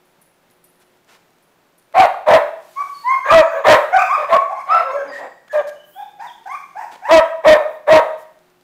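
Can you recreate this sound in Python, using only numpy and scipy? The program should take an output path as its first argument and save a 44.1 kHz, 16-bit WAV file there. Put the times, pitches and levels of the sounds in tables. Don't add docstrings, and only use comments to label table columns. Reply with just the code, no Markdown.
import sys
import numpy as np
from scipy import signal
from scipy.fft import rfft, irfft
from scipy.io import wavfile

SR = 44100
rng = np.random.default_rng(int(sys.argv[2]) if len(sys.argv) > 2 else 0)


def dump_mix(stems):
    frames = np.atleast_2d(stems).T
    limited = np.clip(frames, -1, 1)
    pcm = np.round(limited * 32767).astype(np.int16)
    wavfile.write(sys.argv[1], SR, pcm)


N = 380583
T = np.arange(N) / SR


def undb(db):
    return 10 ** (np.asarray(db) / 20)


def unit(x):
    return x / np.sqrt(np.mean(x ** 2) + 1e-20)


def response(points, hz):
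    f, db = np.transpose(points)
    return undb(np.interp(np.log(hz + 1), np.log(f), db))


def noise(n, gain):
    return unit(irfft(rfft(rng.standard_normal(n)) * gain(np.fft.rfftfreq(n, 1 / SR)), n))


def flutter(n, hz):
    return noise(n, lambda f: 1 / (1 + (f / hz) ** 4))


def add(out, start, x):
    i = max(int(start * SR), 0)
    out[i:i + len(x)] += x[:N - i]


def swell(n, rise, fall):
    u = np.linspace(0, 1, n)
    attack = np.sin(np.pi / 2 * np.minimum(u / rise, 1))
    release = np.sin(np.pi / 2 * np.minimum((1 - u) / fall, 1))
    return (attack * release) ** 2


# frequency in Hz, relative level of the air noise in dB.
AIR_SPECTRUM = [(10, -11.5), (30, -22), (70, -29), (150, -17), (400, -17), (600, -16), (1170, -20.5),
                (2500, -26.5), (5300, -34), (11000, -39), (15500, -35.5)]
# frequency of a hum tone in Hz, level in dB.
HUM_TONES = [(172, -73.5), (362, -68.5)]


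def background():
    air = noise(N, lambda f: response(AIR_SPECTRUM, f)) * undb(-58.5 + 0.42 * flutter(N, 4.7))
    hum = sum(undb(db) * unit(np.sin(2 * np.pi * hz * T) * (1 + .4 * flutter(N, 3.3)))
              for hz, db in HUM_TONES)
    return air + hum


def ticks(per_second, db, decay_s):
    out, t = np.zeros(N), T[:SR // 50]
    for when, softness in rng.random((int(per_second * N / SR), 2)):
        burst = noise(len(t), lambda f: f / (f + 2000) / (1 + (f / 7000) ** 2))
        add(out, when * N / SR, undb(db - 14 * softness) * burst * np.exp(-t / decay_s))
    return out


# start in seconds, length in seconds, level in dB, treble slope in dB per octave.
SCUFFS_AND_SPRAY = [(0.797, 0.0487, -57, -7.5), (1.062, 0.13, -50.5, -9), (1.926, 0.00324, -44, -9),
                    (2.494, 0.87, -53, -3), (3.49, 0.134, -53, 11), (3.904, 0.21, -49.5, -10),
                    (4.4, 0.153, -63.5, -9), (5.105, 0.13, -43.5, -10.5), (5.478, 0.0101, -46.5, -11.5),
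                    (5.506, 0.098, -44.5, -7.5), (5.665, 0.044, -43, -6), (5.816, 0.266, -49, 15),
                    (6.213, 1, -64, -9), (6.907, 0.05, -42.5, -10.5), (6.949, 0.0175, -40.5, -12.5),
                    (7.663, 0.136, -57, 10.5), (8.166, 0.086, -54.5, 1)]


def scuffs_and_spray():
    out = np.zeros(N)
    for start, length, db, tilt_db in SCUFFS_AND_SPRAY:
        n = int(length * SR)
        hiss = noise(n, lambda f: undb(tilt_db * np.log2(1 + f / 1500)) * f ** 2 / (f ** 2 + 500 ** 2))
        grain = undb(1.1 * flutter(n, 300))
        add(out, start, undb(db) * unit(hiss * grain) * swell(n, rise=0.31, fall=0.36))
    return out


# start of a contact in seconds, level in dB.
METAL_CONTACTS = [(.05, -65), (0.214, -55), (.505, -61), (0.641, -52), (.8, -62), (1.425, -63), (1.78, -58)]
# mode frequency in Hz, relative level in dB, time to decay by 60 dB in seconds.
METAL_MODES = [(9100, -5, 0.28), (10345, -5.5, 0.44), (12400, -2.5, .12), (7750, -18, .15)]


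def tinkles():
    out, t = np.zeros(N), T[:SR // 2]
    for start, db in METAL_CONTACTS:
        ring = np.zeros(len(t))
        for hz, mode_db, t60 in METAL_MODES:
            decay = undb(mode_db + 1.4 * rng.standard_normal() - 60 * t / t60)
            detuned_hz = hz * (1 + 0.007 * rng.standard_normal())
            ring += decay * np.sin(2 * np.pi * detuned_hz * t)
        ring *= 1 + 0.5 * flutter(len(t), 180)
        click = 0.52 * np.exp(-t / 0.026) * rng.standard_normal(len(t))
        add(out, start, undb(db) * (ring + click))
    return out


# start in seconds, length in seconds, first and last pitch in Hz, relative level in dB.
NASAL_WHINES = [(2.721, 0.21, 6506, 6610, -65), (2.925, .12, 4420, 4450, -47),
                (3.221, 0.2015, 1566, 1755, -24), (3.501, 0.09, 1487, 1744, -30),
                (4.705, 0.038, 4930, 5260, -41), (4.954, 0.074, 1702, 1516, -32),
                (5.073, 0.058, 4990, 4657, -49.5), (5.107, 0.086, 1883, 1880, -30.5),
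                (5.489, 0.12, 1700, 1616, -32), (5.736, 0.13, 2920, 3014, -53.5),
                (5.919, 0.132, 3130, 3653, -52.5), (6.265, 0.04, 3840, 3110, -43)]


def whines():
    out = np.zeros(N)
    for start, length, start_hz, end_hz, db in NASAL_WHINES:
        n = int(length * SR)
        hz = np.linspace(start_hz, end_hz, n) + 55 * flutter(n, 300)
        phase = 2 * np.pi * np.cumsum(hz) / SR
        squeak = np.sin(phase) + undb(-27) * (np.sin(2 * phase) + np.sin(4 * phase))
        squeak *= 1 + 0.27 * flutter(n, 100)
        add(out, start, undb(db) * unit(squeak) * swell(n, rise=0.27, fall=0.09))
    return out


def arch(n, start_hz, crest_hz, end_hz, crest):
    u = np.linspace(0, 1, n) - crest
    distance = np.abs(np.where(u < 0, u / crest, u / (1 - crest))) ** 1.5
    return crest_hz + distance * (np.where(u < 0, start_hz, end_hz) - crest_hz)


def voice(hz, rough, mouth_db, throat, split_db, jitter, shimmer, rasp, waver_db, breathy_hz):
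    def tract(f):
        return response(throat, f) * undb(mouth_db * np.clip(np.log2((f + 1) / np.mean(hz)), 0, 1))

    n = len(hz)
    phase = 2 * np.pi * np.cumsum(hz * (1 + jitter * rough * flutter(n, 137))) / SR
    tone = np.zeros(n)
    for k in np.arange(1, 16):
        strength = undb(waver_db * np.log(k) * flutter(n, 30)) * (k * hz < SR / 2) / k ** .75
        split = undb(split_db + 3 * flutter(n, 17)) * tract((k - .5) * hz) * np.sin((k - .5) * phase)
        tone += strength * (tract(k * hz) * np.sin(k * phase) + split)
    tone = unit(tone) * (1 + shimmer * rough * flutter(n, 98))
    air = noise(n, lambda f: tract(f) * np.hypot(1, f / breathy_hz)) * (1 + 0.05 * np.cos(phase))
    return unit(tone + rasp * rough * air)


# frequency in Hz, relative gain of a small dog's throat in dB.
SMALL_DOG_THROAT = [(100, -80), (350, -50), (550, -16), (750, 6.5), (1250, -7), (1550, -0.5), (2000, -7.5),
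                    (2500, -12.5), (3000, -29.5), (4200, -45.5), (5200, -40.5), (8000, -48.5),
                    (11000, -59.5), (15000, -57)]
# start in seconds, length in seconds, starting and crest pitch in Hz, relative level in dB,
# roughness from 0 to 1, overtone gain of the open mouth in dB.
SMALL_DOG_YELPS = [(2.752, .085, 1031, 1148, -17, 0.06, -8.5), (3.031, .135, 880, 1080, -10, 0.01, -3.5),
                   (3.277, 0.085, 1034, 1271, -5.5, 0.38, -3.5), (3.909, 0.084, 652.7, 775, -7.5, 0.25, 1),
                   (3.965, 0.076, 1036, 1211, -13, 0.48, 3), (4.08, 0.098, 895, 1229, -9, 0.13, -5),
                   (4.308, 0.076, 952.8, 1147, -6.5, 0.06, -8),
                   (4.485, 0.0576, 745, 811.2, -21.5, 0.42, -10.5),
                   (4.536, 0.099, 1050, 1076, -24.5, 0.22, -4), (4.676, 0.095, 1027, 1337, -7.5, 0.03, -10),
                   (4.879, 0.1, 1037, 1119, -28, .23, -1), (5.943, 0.1035, 692.4, 834, -28.5, 0.17, -7),
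                   (6.176, 0.11, 661, 984, -27, 0.41, -2), (6.451, 0.041, 678, 797, -26.5, 0.31, -4),
                   (6.474, 0.1, 875, 1179, -23.5, 0.14, 1.5), (6.732, 0.13, 610, 940, -25.5, 0.42, -4),
                   (7.006, 0.155, 632, 1025, -22, .3, 1)]


def yelps():
    out = np.zeros(N)
    for start, length, start_hz, crest_hz, db, rough, mouth_db in SMALL_DOG_YELPS:
        n = int(length * SR)
        hz = arch(n, start_hz, crest_hz, end_hz=crest_hz * (1 - 0.0709), crest=0.71)
        frayed = rough + 0.0384 + 0.315 * np.linspace(0, 1, n) ** 4
        throat = [(f, gain_db - 0.59 * db * (f > 3600)) for f, gain_db in SMALL_DOG_THROAT]
        cry = voice(hz, frayed, mouth_db, throat, split_db=-34, jitter=0.099, shimmer=.7,
                    rasp=0.53, waver_db=4.5, breathy_hz=2500)
        add(out, start, undb(db) * cry * swell(n, rise=0.53, fall=0.22))
    return out


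# frequency in Hz for a low bark, relative gain of a big dog's throat in dB.
BIG_DOG_THROAT = [(60, -79.5), (200, -40), (320, -27.5), (450, -10.5), (600, 2.5), (760, -0.5), (870, -5),
                  (1000, 0.5), (1200, -10.5), (1430, -16), (1750, -10.5), (2300, -19.5), (2900, -30.5),
                  (3700, -29.5), (4600, -44.5), (14000, -57)]
# start in seconds, length in seconds, crest pitch in Hz, level in dB,
# roughness from 0 to 1, overtone gain of the open mouth in dB.
BIG_DOG_BARKS = [(1.935, 0.15, 781, -2.5, 0.43, -1), (2.255, 0.15, 636.6, -2, 0.46, 1.5),
                 (3.239, 0.13, 587, -16, 0.57, 14.5), (3.293, .15, 660.5, -1.5, .05, 3.5),
                 (3.524, 0.11, 560.3, -21.5, 0.28, -0.5), (3.634, 0.1524, 614.4, 1, 0.53, 7.5),
                 (4.158, 0.1149, 596, -21, 0.43, 7), (4.275, .12, 670.3, -10, 0.43, 3),
                 (4.652, 0.22, 746, -18, 0.56, 6.5), (4.815, 0.1346, 537, -23, 0.2, 4),
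                 (4.906, 0.15, 563.5, -19, 0.19, -23), (5.019, .12, 280.4, -31.5, 0.37, -15),
                 (5.161, 0.14, 277, -28, 0.74, -7.5), (5.522, .11, 606.3, -11.5, 0.1, -1),
                 (7.079, .145, 660.2, 0.5, 0.12, 6.5), (7.431, 0.15, 626, 1.5, 0.25, 1),
                 (7.862, .155, 649.2, -1, 0.29, 1.5)]
JAW_OPEN_S, JAW_CLOSE_S = .026, 0.02196


def barks():
    out = np.zeros(N)
    for start, length, crest_hz, db, rough, mouth_db in BIG_DOG_BARKS:
        n = int(length * SR)
        opening = np.exp(-(T[:n] / JAW_OPEN_S) ** 2)
        closing = np.exp(-(T[:n][::-1] / JAW_CLOSE_S) ** 2)
        effort_db = min(db, 0)
        start_hz = crest_hz * (1 - .24 * undb(effort_db))
        relaxed_hz = min(600.1, crest_hz * (1 - .035))
        hz = arch(n, start_hz, crest_hz, relaxed_hz, crest=.33) * (1 - .13 * closing)
        hoarse = rough + .55 * opening + .65 * closing
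        throat = np.array(BIG_DOG_THROAT) * [max(crest_hz / 660, 1) ** .7, 1]
        cry = voice(hz, hoarse, mouth_db, throat, split_db=-6 + .8 * effort_db, jitter=.1, shimmer=.65,
                    rasp=1.25, waver_db=3, breathy_hz=6000)
        add(out, start, undb(db) * cry * swell(n, rise=0.45, fall=0.38))
    return out


# delay of a floor or wall reflection in seconds, relative level in dB.
EARLY_REFLECTIONS = [(.0093, -24), (.021, -15.5), (.057, -13.5)]


def kennel(x, wet_db, echo_db, t60_low, t60_high):
    t = T[:SR]
    low = noise(SR, lambda f: 1 / (1 + (f / 3000) ** 2)) * undb(-60 * t / t60_low)
    high = noise(SR, lambda f: f / (f + 3000)) * undb(-60 * t / t60_high)
    tail = (low + 2.65 * high) * np.clip((t - .004) / 0.027, 0, 1)
    cry_band_gain = np.sqrt(np.mean(np.abs(rfft(tail)[500:1500]) ** 2))
    impulse_response = undb(wet_db) * tail / cry_band_gain
    impulse_response[0] = 1
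    for delay, db in EARLY_REFLECTIONS:
        add(impulse_response, delay, undb(db + echo_db) * np.array([1, 2, 1]) / 4)
    return signal.fftconvolve(x, impulse_response)[:N]


def scene():
    close = barks() + scuffs_and_spray() + tinkles() + ticks(per_second=9.3, db=-50.5, decay_s=0.00099)
    near = kennel(close, wet_db=-9, echo_db=-4, t60_low=0.51, t60_high=0.609)
    far = kennel(yelps() + whines(), wet_db=-3.5, echo_db=3, t60_low=0.44, t60_high=0.762)
    return (near + undb(-2) * far + background())[None]


def record(dry):
    clipped = np.clip(dry, -.7, .7)
    thinned = signal.sosfilt(signal.butter(1, 25, "high", fs=SR, output="sos"), clipped)
    return signal.sosfilt(signal.ellip(10, .1, 80, 15500, fs=SR, output="sos"), thinned)


dry = scene()
out = record(dry)
dump_mix(out)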